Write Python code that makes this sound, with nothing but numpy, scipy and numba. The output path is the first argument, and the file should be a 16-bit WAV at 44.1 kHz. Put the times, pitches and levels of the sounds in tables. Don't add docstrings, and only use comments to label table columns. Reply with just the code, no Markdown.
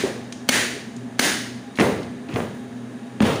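import sys
import numpy as np
from scipy import signal
from scipy.fft import rfft, irfft
from scipy.io import wavfile
from scipy.ndimage import uniform_filter1d
from numba import njit

SR = 44100
rng = np.random.default_rng(int(sys.argv[2]) if len(sys.argv) > 2 else 0)


def master_out(mix):
    frames = np.transpose(np.atleast_2d(mix))
    ceiling = np.clip(frames, -1, 1)
    pcm = np.round(ceiling * 32767).astype(np.int16)
    wavfile.write(sys.argv[1], SR, pcm)


def to_linear_factor(level_db):
    exponent = np.asarray(level_db, float) / 20
    return 10 ** exponent


N = 149940
LEAD_S = 0.4


def evened(x):
    return x / np.sqrt(np.mean(x ** 2) + 1e-20)


def read(points, hz):
    f, value = np.transpose(points)
    return np.interp(np.log(hz + 1), np.log(f + 1), value)


def tinted(size, points):
    hz = np.fft.rfftfreq(size, 1 / SR)
    white = rfft(rng.standard_normal(size))
    return evened(irfft(white * to_linear_factor(read(points, hz)), size))


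def add(mix, s, sound):
    part = mix[round((s + LEAD_S) * SR):][:len(sound)]
    part += sound[:len(part)]


def fade(t, t60, rise_s):
    return np.minimum(t / rise_s, 1) * to_linear_factor(-60 * t / t60)


def hum(size):
    # (frequency [Hz], level [dB])
    air = [(40, -38), (70, -14), (200, -0.5), (450, -6), (1500, -17.5), (5000, -26.5), (9500, -24.5),
           (13000, -27)]
    # (frequency [Hz], width [Hz], level [dB])
    whines = [(126.7, 2.7, -52), (238.7, 51, -40), (400, 51, -49.5), (684.6, 20, -56), (809, 23, -56),
              (1704, 200, -59.5), (3770, 50, -65.5), (6660, 150, -83)]
    motor_hz = [120, 122.27, 244.5, 270, 219.5]
    motor_db = [-45.5, -49.5, -38, -48, -49]
    beat_s = 0.4

    out = to_linear_factor(-42) * tinted(size, air)
    hz = np.fft.rfftfreq(size, 1 / SR)
    for f, width, db in whines:
        peak = 1 / (1 + ((hz - f) / width * 2) ** 2)
        whine = irfft(rfft(rng.standard_normal(size)) * peak, size)
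        out = out + to_linear_factor(db) * evened(whine)
    t = np.arange(size) / SR - LEAD_S - beat_s
    for k, (f, db) in enumerate(zip(motor_hz, motor_db)):
        sign = (-1) ** k
        out = out + sign * to_linear_factor(db + 1.5) * np.sin(2 * np.pi * f * t)
    return out


def echo(points, hz0, lift_db, spread):
    # (frequency [Hz], fade t60 [s])
    room = [(100, 1), (260, 0.8), (700, 0.53), (1840, 0.64), (4850, 0.67), (12800, 0.51)]
    hz, t, z = signal.stft(tinted(SR, points), SR, nperseg=512)
    lift = lift_db * np.exp(-(np.log((hz + 1) / hz0) / spread) ** 2)
    lift = lift + 1.58 * uniform_filter1d(rng.standard_normal(len(hz)), size=2)
    decay_db = -60 * t / read(room, hz)[:, None]
    tail = signal.istft(z * to_linear_factor(lift[:, None] + decay_db), SR, nperseg=512)[1]
    build_up = np.minimum(np.arange(len(tail)) / SR / 0.014, 1)
    return tail * build_up


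def shots(size):
    # (time [s], strength [dB], echo [dB], loudest echo pitch [Hz])
    blows = [
        (-.2, 0, -2.5, 2040),
        (0.4893, 16, -4.5, 2130),
        (1.1927, 11.5, -5, 1440),
    ]
    # (delay [s], level [dB], fade t60 [s])
    stages = [
        (-.0075, -40, 0.047),
        (0, -12, .045),
        (.0025, 9.5, 0.022),
        (.0062, -13, .025),
    ]
    # (frequency [Hz], level [dB], fade t60 [s])
    steel = [(1570, 2.5, 0.008), (2190, -3.5, 0.027), (3100, -2, 0.01), (4340, -5, 0.032), (6050, -3, 0.03),
             (7700, -6, 0.022), (8600, -25, 0.012)]
    # (frequency [Hz], level [dB])
    snap = [(100, -10), (250, -12), (700, 8), (1100, 0), (1800, -3), (3000, 3.5), (6000, 0), (15000, 6.5)]
    # (frequency [Hz], level [dB])
    shot_echo = [(100, -17.5), (260, -2.5), (650, -4), (1100, -9.5), (1600, -5), (3000, -7), (6000, -7.5),
                 (15000, -5)]

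    mix, t = np.zeros(size), np.arange(6000) / SR
    for s, db, echo_db, hz in blows:
        for delay, stage_db, t60 in stages:
            ring = np.zeros(len(t))
            for f, mode_db, mode_t60 in steel:
                tone = np.sin(2 * np.pi * (f * t + rng.random()))
                ring += to_linear_factor(mode_db - 60 * t / mode_t60) * tone
            ring *= np.minimum(t / 0.00016, 1)
            crack = tinted(len(t), snap) * fade(t, t60, 0.0002)
            add(mix, s + delay, to_linear_factor(db + stage_db) * (0.5 * crack + to_linear_factor(-14.5) * ring))
        thump = np.sin(2 * np.pi * 250 * t) * fade(t, 0.057, 0.0025)
        add(mix, s + 0.0018, to_linear_factor(db - 7.5) * thump)
        add(mix, s, to_linear_factor(echo_db) * echo(shot_echo, hz, lift_db=2.5, spread=0.3))
    return mix


def thuds(size):
    # (time [s], ring [dB], ring pitch [Hz], crack [dB], echo [dB])
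    knocks = [(0.037, -10, 386, -29, -29), (.046, -18.5, 245, -49, -42), (.765, -25.5, 400, -50, -51),
              (1.787, -13, 240, -14.5, -30), (1.797, -13, 314, -9.5, -18.5), (1.806, -7.5, 204, -17, -16.5),
              (2.291, -25.5, 316, -29, -36), (2.335, -25, 195.6, -33, -39), (2.359, -18, 259, -18, -26),
              (2.403, -16, 240, -25.5, -37), (2.34, -18.5, 115, -52, -32), (2.3662, -19.5, 443, -23, -37),
              (2.376, -22.5, 400, -37, -41), (3.2518, -8.5, 255, -38, -21.5), (3.204, -16, 278, -14, -27),
              (3.2067, -1, 220, -36, -16), (3.2304, 2.5, 219.4, -30, -16.5)]
    # (frequency [Hz], level [dB])
    dull_crack = [(200, -13), (700, 10), (1500, -5), (2300, -1.5), (4000, -12), (7000, -19.5), (15000, -29)]
    # (frequency [Hz], level [dB])
    clatter = [(60, -15.5), (100, -5.5), (250, -9.5), (550, -2), (1200, -11.5), (2000, -22), (4000, -31.5),
               (15000, -21)]
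    ring_t60, crack_t60 = 0.088, 0.032

    mix, t = np.zeros(size), np.arange(8000) / SR
    for s, ring_db, hz, crack_db, echo_db in knocks:
        ring = np.sin(2 * np.pi * hz * t) * fade(t, ring_t60, 0.00094)
        crack = tinted(len(t), dull_crack) * fade(t, crack_t60, 0.00036)
        add(mix, s, to_linear_factor(ring_db) * ring + to_linear_factor(crack_db) * crack)
        add(mix, s, to_linear_factor(echo_db) * echo(clatter, hz, lift_db=10, spread=0.42))
    return mix


def ticks(size):
    # (time [s], level [dB], centre pitch [Hz], echo [dB])
    clicks = [(.3235, -24.5, 6300, -43.5), (.324, -32.5, 2800, -52), (.964, -34, 7200, -52),
              (1.7552, -33.5, 4000, -47), (1.7542, -44, 12000, -37), (1.81, -12, 1900, -30.5),
              (1.8005, -20, 9500, -36), (1.8032, -18.5, 4100, -34), (1.7732, -31, 2200, -41),
              (2.03, -34, 3800, -51), (2.286, -37, 2600, -56), (2.3005, -41, 2500, -44),
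              (2.3585, -26, 1600, -40.5), (2.3252, -37, 2500, -43), (2.339, -31.5, 4000, -64),
              (2.3395, -37, 15000, -40), (2.341, -40, 8500, -60), (2.404, -51, 3200, -44.5),
              (2.548, -38, 14500, -48), (3.221, -17, 2900, -24.5), (3.2548, -21, 2400, -46),
              (3.227, -24, 1850, -40), (3.332, -27, 3200, -55), (3.357, -27, 4600, -45),
              (1.7878, -21.5, 2100, -31.5)]
    mix, t = np.zeros(size), np.arange(2000) / SR
    envelope = fade(t, t60=0.03, rise_s=0.001)
    for s, db, hz, echo_db in clicks:
        colour = [(hz / 5, -26), (hz / 2, -7), (hz, 0), (hz * 2, -12), (hz * 5, -30)]
        add(mix, s, to_linear_factor(db) * tinted(len(t), colour) * envelope)
        add(mix, s, to_linear_factor(db - 9) * np.sin(2 * np.pi * hz * t) * envelope)
        add(mix, s, to_linear_factor(echo_db) * echo(colour, hz, lift_db=1.5, spread=0.21))
    return mix


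def scene():
    size = N + round(LEAD_S * SR)
    mix = hum(size) + shots(size) + thuds(size) + ticks(size)
    return mix[None, -N:]


@njit
def follow(over_db, grab, let_go):
    out, g = np.zeros(len(over_db)), 0.
    for i in range(len(over_db)):
        g += (over_db[i] - g) * (grab if over_db[i] > g else let_go)
        out[i] = g
    return out


def top_cut(x):
    return signal.sosfilt(signal.butter(12, 16680, fs=SR, output="sos"), x)


def record(dry):
    # (frequency [Hz], level [dB])
    mic = [(3000, 0), (6600, -4.5), (8000, -8.5), (9300, -5.5), (11000, -14.5), (13000, -23), (14200, -18),
           (15200, -11.5)]
    # (frequency [Hz], width [Hz], level [dB])
    case = [(1830, 330, 2.5), (3800, 180, 1), (4700, 67, 2), (6650, 670, 3), (9070, 830, 1.5)]
    knee_db, squash = -9, 1
    grab_s, let_go_s = 0.0009, 0.028
    ceiling = 0.64

    hz = np.linspace(0, SR / 2, 257)
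    colour_db = read(mic, hz)
    for f, width, db in case:
        colour_db = colour_db + db * np.exp(-((hz - f) / width) ** 2)
    mic_filter = signal.firwin2(511, hz, to_linear_factor(colour_db), fs=SR)
    x = signal.oaconvolve(dry, mic_filter[None], "same")

    power_db = 10 * np.log10(abs(uniform_filter1d(x[0] ** 2, size=130)) + 1e-12)
    over_db = squash * np.maximum(power_db - knee_db, 0)
    cut_db = follow(over_db, 1 / (grab_s * SR), 1 / (let_go_s * SR))
    x = np.tanh(x / to_linear_factor(cut_db) / ceiling) * ceiling

    treble_limit = signal.firwin(511, 15520, window=("kaiser", 7), fs=SR)
    x = signal.oaconvolve(x, treble_limit[None], "same")
    low_cut = signal.butter(4, 67, "high", fs=SR, output="sos")
    x = signal.sosfilt(low_cut, x)
    return top_cut(x)


dry = scene()
out = record(dry)
master_out(out)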